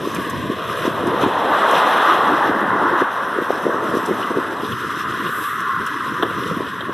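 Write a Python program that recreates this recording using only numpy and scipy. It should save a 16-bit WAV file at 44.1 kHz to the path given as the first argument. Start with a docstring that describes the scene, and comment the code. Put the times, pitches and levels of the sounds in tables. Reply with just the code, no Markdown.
"""Ice floes at a bridge pier

Ice floes drift down a river past a brick pier, heard from the bridge above.
Water is coloured noise and dull thuds; floes bump with short hollow knocks that sag in pitch.
Slushy rims rub with a rush of dense grains that swells once, and briefly sing in narrow bands.
Thin ice crunches and fizzes in finer grains, clinks in short resonances, and now and then
cracks in decaying clusters of snaps.
"""
import sys
import numpy as np
from scipy import signal
from scipy.fft import rfft, irfft, next_fast_len
from scipy.io import wavfile

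SR = 44100
rng = np.random.default_rng(int(sys.argv[2]) if len(sys.argv) > 2 else 0)


def unload_wav(signal):
    """Save mono or channel-first audio to the path in sys.argv[1] as 16-bit WAV at rate SR, clipped to [-1, 1]."""
    wavfile.write(
        sys.argv[1],
        SR,
        np.round(np.clip(np.atleast_2d(signal).T, -1, 1) * 32767).astype(np.int16),
    )


N = 305613
TIME = np.arange(N) / SR


def from_db(db):
    """Decibels to gain."""
    return 10 ** (np.asarray(db) / 20)


def rms_one(x):
    """Scale to unit power."""
    return x / np.sqrt(np.mean(x ** 2) + 1e-20)


def white():
    """White noise of unit power."""
    return rng.standard_normal(N)


def gains(rows):
    """One interpolated gain curve per dB column of a table."""
    time_s, *columns_db = np.transpose(rows)
    return [from_db(np.interp(TIME, time_s, db)) for db in columns_db]


def swell(peak_s, half_s):
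    """Smooth rise and fall around one moment."""
    return np.exp(-np.minimum(((TIME - peak_s) / half_s) ** 2, 50))


def drift(rate_hz):
    """Slow random wander with a spread of one, computed at every 40th sample."""
    pole = np.exp(-80 * np.pi * rate_hz / SR)
    slow = signal.lfilter([1], [1, -2 * pole, pole * pole], rng.standard_normal(N // 40 + 2002))
    slow = slow[2000:]  # skip the filter's start-up
    return np.interp(np.arange(N) / 40, np.arange(len(slow)), rms_one(slow))


def surge(rate_hz, depth_db):
    """Stick and slip make the level stumble; unit power."""
    return rms_one(from_db(depth_db * drift(rate_hz)))


def colour(x, spectrum):
    """Give a white signal a spectrum, keeping its power."""
    size = next_fast_len(N + SR // 10)
    hz, db = np.transpose(spectrum)
    bins_hz = np.maximum(np.fft.rfftfreq(size, 1 / SR), 1)
    gain = from_db(np.interp(np.log(bins_hz), np.log(hz), db))
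    gain *= np.minimum(1, bins_hz / hz[0]) ** 2 * np.minimum(1, hz[-1] / bins_hz) ** 4
    return irfft(rfft(x, size) * rms_one(gain), size)[..., :N]


def grains(per_s, spread_db, smooth):
    """Random tiny contacts of uneven size over a smooth share of countless far ones; unit power."""
    size_db = spread_db * np.minimum(rng.exponential(1, N), 4)
    sizes = from_db(size_db) * rng.choice([-1, 1], N)
    clicks = sizes * (rng.random(N) < per_s / SR)
    return rms_one(rms_one(clicks) + smooth * white())


def widen(mid, side_db):
    """Diffuse sound reaches the two microphones differently: noise of opposite sign is added."""
    return mid + from_db(side_db) * white() * np.array([[1], [-1]])


def waver(x, edges_hz, rate_hz, depth_db):
    """Overlapping bands swell and fade, each on its own."""
    size = next_fast_len(N)
    spectrum, hz = rfft(x, size), np.fft.rfftfreq(size, 1 / SR)
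    out = 0
    for share in np.eye(len(edges_hz)):
        band = irfft(spectrum * np.interp(hz, edges_hz, share), size)[..., :N]
        out = out + band * surge(rate_hz, depth_db)
    return out


def bursts(rows, decay_s):
    """Envelope that jumps at each event and dies away exponentially."""
    jumps = np.zeros(N)
    for time_s, db in rows:
        jumps[int(time_s * SR)] += from_db(db)
    return signal.lfilter([1], [1, -np.exp(-1 / (decay_s * SR))], jumps + 1e-18)


def bandpass(x, low_hz, high_hz):
    """Second-order resonance between two edges."""
    return signal.sosfilt(signal.butter(2, [low_hz, high_hz], "band", fs=SR, output="sos"), x)


# water gulps under a rocking floe: (time [s], relative level [dB])
GULPS = [(.02, -38), (.2, -31.5), (.37, -29), (.45, -30.5), (.71, -37), (.98, -33), (1.12, -34),
         (1.25, -31), (2.49, -32), (2.73, -33), (2.83, -37), (3.9, -34.5), (4.71, -30), (5.09, -34.5),
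         (5.2, -38), (5.6, -38), (5.81, -31), (6.12, -33), (6.27, -36), (6.38, -35), (6.51, -34.5)]
GULP_HALF_S = 0.03


def gulping():
    """Gulp envelope: overlapping swells add in power."""
    return sum(from_db(db) ** 2 * swell(s, GULP_HALF_S) for s, db in GULPS) ** .5


def jostling():
    """Envelope of the stir around each bump in KNOCKS; swells add in power."""
    return sum(from_db(db) ** 2 * swell(s, half_s) for s, db, _, half_s in KNOCKS) ** .5


# current: (time [s], relative deep rumble level [dB], relative churning level [dB])
CURRENT = [(0.01, -41, -27.5), (0.67, -42, -36), (1.05, -36, -30), (1.53, -49, -28.5), (1.97, -55, -29.5),
           (2.37, -46, -25), (2.61, -53, -27.5), (2.89, -42, -26.5), (3.13, -52.5, -34.5),
           (3.81, -44.5, -29), (5.07, -43.5, -33.5), (5.27, -43.5, -25), (5.49, -45, -42),
           (5.87, -47, -36.5), (6.41, -38, -28), (6.91, -42, -39)]
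# spectra of rumble, thuds and gulp belly: (frequency [Hz], relative density [dB])
RUMBLE_COLOUR = [(20, -30), (40, -25), (60, -17), (85, -3.5), (115, 0.5), (160, -1), (260, -2)]
CHURN_COLOUR = [(80, -24.5), (130, -11.5), (200, -2), (310, 3), (420, 1.5), (550, -9), (700, -14),
                (1000, -77)]
GULP_COLOUR = [(90, -11), (140, 1), (230, -4), (330, -1), (500, -24)]
# relative to the gulp or bump envelope
GULP_BELLY_DB, GULP_CHURN_DB = -4.5, -0.5
JOSTLE_CHURN_DB, JOSTLE_RUMBLE_DB = -15.5, -35.5


def river():
    """Water rumbles and churns in many small dull thuds; gulps and jostling floes stir up both."""
    gulp, jostle = gulping(), jostling()
    undertow, flow = gains(CURRENT)
    undertow = undertow * from_db(4.5) * surge(rate_hz=12, depth_db=-1.0)
    flow = flow * from_db(0.5) * surge(rate_hz=7.4, depth_db=1.5)
    # independent stirrings add in power
    rumble_gain = np.linalg.norm([undertow, gulp, jostle * from_db(JOSTLE_RUMBLE_DB)], axis=0)
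    churn_gain = np.linalg.norm(
        [flow, gulp * from_db(GULP_CHURN_DB), jostle * from_db(JOSTLE_CHURN_DB)], axis=0)
    rumble = colour(widen(white(), side_db=-11.5), RUMBLE_COLOUR)
    belly = colour(white(), GULP_COLOUR) * from_db(GULP_BELLY_DB)
    thuds = colour(grains(per_s=250, spread_db=1.6, smooth=0.64), CHURN_COLOUR)
    thuds = waver(thuds, np.geomspace(140, 650, num=6), rate_hz=10.4, depth_db=3.5)
    return rumble * rumble_gain + belly * gulp + thuds * churn_gain


# floes shove: (time of release [s], gain [dB])
SHOVES = [(.165, 2.5), (.87, 6.5), (1.24, 4.5), (2.48, 3.5), (3.015, 5), (5.285, 1.5), (6.5, 2.5)]
SHOVE_BUILD_S, SHOVE_RELEASE_S = 0.065, 0.0081  # time constants


def shoving_db():
    """Shoves as gain in dB: pressure builds slowly in the slush, then lets go quickly."""
    total_db = 0
    for release_s, db in SHOVES:
        constant_s = np.where(TIME < release_s, SHOVE_BUILD_S, SHOVE_RELEASE_S)
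        total_db = total_db + db * np.exp(-np.abs(TIME - release_s) / constant_s)
    return total_db


# rush turns hollow: (mid time [s], half length [s], frequency [Hz], width [Hz], mean depth [0-1])
HOLLOWS = [(0.376, 0.2, 1340, 266, 1), (0.594, 0.7, 816, 242, 0.74), (3.8, 0.88, 806, 127, 0.51),
           (5.48, 0.59, 926, 170, 0.4), (6.74, 0.043, 1290, 300, 0.3)]
HOLLOW_WOBBLE = 0.19  # spread of the depth, as a share of it


def hollow(x):
    """Soft notches open, waver and close again; each is applied twice."""
    for mid_s, half_s, hz, width_hz, depth in HOLLOWS:
        wobbly_depth = np.clip(depth * (1 + HOLLOW_WOBBLE * drift(5.6)), 0, 1)
        opening = wobbly_depth / (1 + ((TIME - mid_s) / half_s) ** 4) ** 2
        peak = signal.iirpeak(hz, hz / width_hz, fs=SR)
        for _ in range(2):
            x = x - opening * signal.lfilter(*peak, x)
    return x


# how hard the slush rims rub, as their rush: (time [s], relative level [dB])
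RUSH_LEVEL = [(0.01, -33.5), (0.27, -22), (0.45, -27.5), (0.85, -27.5), (0.91, -27.5), (1.19, -23.5),
              (1.33, -24.5), (1.57, -18.5), (1.93, -17.5), (2.05, -15.0), (2.55, -19), (2.97, -18.5),
              (3.09, -22.5), (4.45, -25.0), (4.59, -28.5), (5.01, -23.5), (5.67, -22.5), (6.91, -27.5)]
# hollow body of the rush: (time [s], relative level [dB])
BODY_LEVEL = [(0.01, -37), (0.51, -31), (1.71, -21), (3.35, -32), (3.77, -28), (4.61, -33.5), (4.79, -62),
              (4.93, -47), (5.95, -56.5), (6.21, -59), (6.47, -65), (6.63, -40.5), (6.73, -61), (6.91, -61)]
# spectra of rush and body: (frequency [Hz], relative density [dB])
RUSH_COLOUR = [(700, -119), (860, -16.5), (1000, 3), (1130, 5.5), (1350, 1.5), (1650, -1), (2000, -8),
               (2300, -28), (2700, -27)]
BODY_COLOUR = [(180, -31.5), (330, -6), (520, 3), (700, 2.5), (900, 6), (1100, 2.5), (1500, -21),
               (2200, -26)]
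RUSH_FOLLOWS = 0.77  # share of a shove's dB that reaches the rush


def rush():
    """Slush rims rub: dense grains over a noise body, wavering band by band."""
    (rush_gain,), (body_gain,) = gains(RUSH_LEVEL), gains(BODY_LEVEL)
    wash = colour(grains(per_s=3000, spread_db=4.0, smooth=1.97), RUSH_COLOUR)
    wash = wash * rush_gain * from_db(0.2)
    wash += colour(white(), BODY_COLOUR) * body_gain * from_db(4.5)
    wash = hollow(waver(wash, np.linspace(500, 2300, num=13), rate_hz=9, depth_db=1.9))
    return wash * from_db(RUSH_FOLLOWS * shoving_db())


# treble of the rubbing: (time [s], relative crunch level [dB], relative fizz level [dB])
TREBLE = [(0, -42.5, -51.5), (0.13, -39, -47.5), (0.55, -39, -54.0), (0.78, -38.5, -49.5),
          (1.33, -36, -52.5), (1.75, -28.5, -44), (2.1, -30, -47), (2.55, -40, -53.5), (3.1, -41.0, -55),
          (3.55, -40.5, -50), (3.8, -41.5, -52), (3.98, -38, -47), (4.5, -42, -53), (4.72, -40.5, -49),
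          (5.3, -38.0, -50), (5.75, -40.5, -52), (6.5, -40.5, -51.5), (6.93, -44, -57)]
# spectra of crunch and fizz: (frequency [Hz], relative density [dB])
CRUNCH_COLOUR = [(1700, -10), (2300, 0.5), (2700, 0.5), (3300, 2), (3900, -1.5), (4500, -12.5), (5500, -24)]
FIZZ_COLOUR = [(3800, -3), (4800, 4.5), (5900, 4), (7000, -3), (8000, -2), (10200, -0.5), (12200, 2),
               (13200, -8), (14300, -14)]


def crystals():
    """Coarse crystals crunch and fine ones fizz; both stumble together and follow the shoves."""
    crunch_gain, fizz_gain = gains(TREBLE)
    slip = surge(rate_hz=15, depth_db=1.22) * from_db(shoving_db())
    crunch = colour(grains(per_s=1500, spread_db=0.5, smooth=2.8), CRUNCH_COLOUR)
    fizz = colour(widen(grains(per_s=2700, spread_db=4.0, smooth=1.4), side_db=-9.5), FIZZ_COLOUR)
    fizz = waver(fizz, np.linspace(5000, 13000, num=14), rate_hz=13.5, depth_db=2.1)
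    return (crunch * crunch_gain * from_db(1.5) + fizz * fizz_gain * from_db(7.0)) * slip


# rubbed rim sings: (mid time [s], half length [s], frequency [Hz], level [dB])
SINGING = [(0.05, 0.057, 1040, -35), (0.305, 0.19, 1074, -32), (0.48, 0.021, 1060, -31)]
SINGING_WIDTH_HZ = 140


def singing():
    """Rubbing keeps one resonance of a rim ringing roughly: noise in a narrow band."""
    out = 0
    for mid_s, half_s, hz, db in SINGING:
        tone = bandpass(white(), hz - SINGING_WIDTH_HZ / 2, hz + SINGING_WIDTH_HZ / 2)
        out = out + from_db(db) * swell(mid_s, half_s) * rms_one(tone)
    return out


# floes bump: (time of peak [s], level [dB], pitch at peak [Hz], half length of the jostling [s])
KNOCKS = [(.0745, -10.5, 382, .01), (.187, -14, 279, .01), (.458, -15, 279, .01), (.501, -6.5, 335, .004),
          (.854, -9, 348, .01), (.879, -7, 332, .012), (1.039, -11, 379, .01), (1.077, -10.5, 263, .025),
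          (1.236, -7.5, 335, .015), (1.265, -7, 280, .02), (2.495, -8.5, 302, .02),
          (2.733, -13.5, 304, .025), (3.023, -6, 450, .012), (3.388, -7.5, 418, .02),
          (3.422, -12, 341, .015), (3.506, -2.5, 580, .005), (3.667, -3.5, 405, .018),
          (3.696, -9, 433, .01), (3.745, -12, 382, .012), (3.844, -14, 410, .03), (3.94, -10, 381, .012),
          (3.953, -8.5, 418, .02), (3.971, -11.5, 391, .008), (4.097, -8, 377, .02),
          (4.113, -8.5, 338, .01), (4.316, -11.5, 390, .014), (4.373, -6, 383, .015),
          (4.386, -10.5, 381, .02), (6.234, -11.5, 380, .015), (6.518, -13, 196, .01),
          (6.572, -12, 278, .015), (6.608, -12, 381, .015), (6.895, -12, 358, .015)]
# a lone bump is dry, a jostled one rings longer
RING_CYCLES, RING_CYCLES_PER_S, RING_MOST_CYCLES = .25, 40, .65


def knocks(rise_share=.7, sag=.2):
    """Water cushions a bump: one push swells and dies within a few cycles, its pitch sagging."""
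    out, t = np.zeros(N), np.arange(-SR // 50, SR // 50) / SR
    for peak_s, db, hz, half_s in KNOCKS:
        age = t * hz  # in cycles
        ring_cycles = min(RING_CYCLES + RING_CYCLES_PER_S * half_s, RING_MOST_CYCLES)
        swing = 1 / np.cosh(age / (ring_cycles * np.where(age < 0, rise_share, 1)))
        turns = age - sag * np.log(np.cosh(age))
        start = int((peak_s + t[0]) * SR)
        out[start:start + len(t)] += from_db(db) * swing * np.cos(2 * np.pi * turns)
    return signal.sosfilt(signal.butter(2, 110, "high", fs=SR, output="sos"), out)


# splinters snap: (time [s], relative level [dB])
SPLINTERS = [(.147, -28.5), (.2982, -27.5), (.855, -42), (1.0695, -34), (1.2126, -33), (1.7105, -28),
             (3.9714, -35), (4.0582, -29), (5.6042, -35), (5.8636, -29)]
# spectrum: (frequency [Hz], relative density [dB])
SPLINTER_COLOUR = [(2500, -27), (5500, 5), (8000, 2), (11000, 2), (14000, -6)]


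def splinters():
    """Splinters tick brightly: short decaying bursts of chips."""
    chips = widen(grains(per_s=4000, spread_db=2.0, smooth=1.0), side_db=-9)
    return from_db(-2) * colour(chips * bursts(SPLINTERS, decay_s=0.0092), SPLINTER_COLOUR)


# small shards clink: (time [s], relative level [dB], pitch [Hz])
CLINKS = [(0.158, -17, 2500), (0.2505, -19, 3010), (4.227, -15, 2930), (4.608, -23, 2680),
          (4.6468, -20.5, 3600), (4.719, -17, 3130), (5.1214, -18, 3400), (5.2626, -16, 3160),
          (5.87, -19, 2940), (6.225, -11, 3430), (6.4338, -21, 3170), (6.664, -22, 3200),
          (6.8069, -16.5, 3360)]


def clinks(decay_s=0.0068, half_width_hz=300, trim_db=-6.0):
    """A shard rattles for a few milliseconds in one resonance."""
    out, t = np.zeros(N), TIME[:SR // 20]
    for time_s, db, hz in CLINKS:
        rattle = rng.standard_normal(len(t)) * np.exp(-t / decay_s)
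        ring = bandpass(rattle, hz - half_width_hz, hz + half_width_hz)
        start = int(time_s * SR)
        out[start:start + len(t)] += from_db(db + trim_db) * ring / np.abs(ring).max()
    return out


# hard edges clack: (time [s], relative level [dB])
CLACKS = [(.852, -21), (6.2255, -11), (6.231, -13), (6.808, -19), (6.896, -23)]
# spectrum: (frequency [Hz], relative density [dB])
CLACK_COLOUR = [(200, -47), (500, 18), (900, 10), (1650, 20.5), (2300, -8), (3400, 6), (4400, -27),
                (7000, -26), (14000, -14)]


def clacks():
    """A clack is a quick cluster of snaps with a faint tail off the pier."""
    fracture = bursts(CLACKS, decay_s=0.0037)
    tail = from_db(-17) * bursts(CLACKS, decay_s=0.048)
    snaps = grains(per_s=2500, spread_db=1.5, smooth=.8)
    return from_db(-1.5) * colour(snaps * (fracture + tail), CLACK_COLOUR)


# spectrum: (frequency [Hz], relative density [dB])
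SIZZLE_COLOUR = [(5000, -27), (7500, -4), (10000, -3), (12400, 4.5), (13500, -10), (15000, -20)]
SIZZLE_AT_S, SIZZLE_HALF_S, SIZZLE_DB = 5.42, 0.14, -37.5


def sizzle():
    """Wide high noise swells and fades once."""
    hiss = colour(widen(white(), side_db=-8), SIZZLE_COLOUR)
    return hiss * swell(SIZZLE_AT_S, SIZZLE_HALF_S) * from_db(SIZZLE_DB)


def scene():
    """Everything lies nearly straight ahead, a touch to the left."""
    water_and_rims = river() + rush() + crystals() + singing() + sizzle()
    impacts = knocks() + splinters() + clinks() + clacks()
    return (water_and_rims + impacts) * from_db([[.25], [-.25]])


# dips in the response: (frequency before detuning [Hz], nominal width [Hz], depth [0-1])
MIC_DIPS = [(2300, 140, 0.93), (4583, 990, 0.67), (6720, 1100, 0.48), (8910, 1000, 0.43),
            (11000, 570, 0.25), (13600, 700, 0.3)]


def microphone(x, detune_share):
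    """Sound taking two paths into the port cancels in a row of dips."""
    for hz, width_hz, depth in MIC_DIPS:
        peak = signal.iirpeak(hz * (1 + detune_share), hz / width_hz, fs=SR)
        x = x - depth * signal.lfilter(*peak, x)
    return x


CUTOFF_HZ = 14350


def record(dry, mismatch_share=0.0049, bass_cut_hz=65, dull_hz=12500, dull_share=0.39):
    """Two unlike microphones: left has higher dips, less bass, a duller top; both lose the top."""
    left, right = microphone(dry[0], mismatch_share), microphone(dry[1], -mismatch_share)
    left = signal.lfilter(*signal.butter(1, bass_cut_hz, "high", fs=SR), left)
    left = left - dull_share * signal.lfilter(*signal.iirpeak(dull_hz, 4, fs=SR), left)
    top_cut = signal.ellip(12, .1, 80, CUTOFF_HZ, fs=SR, output="sos")
    return signal.sosfilt(top_cut, [left, right])


dry = scene()
out = record(dry)
unload_wav(out)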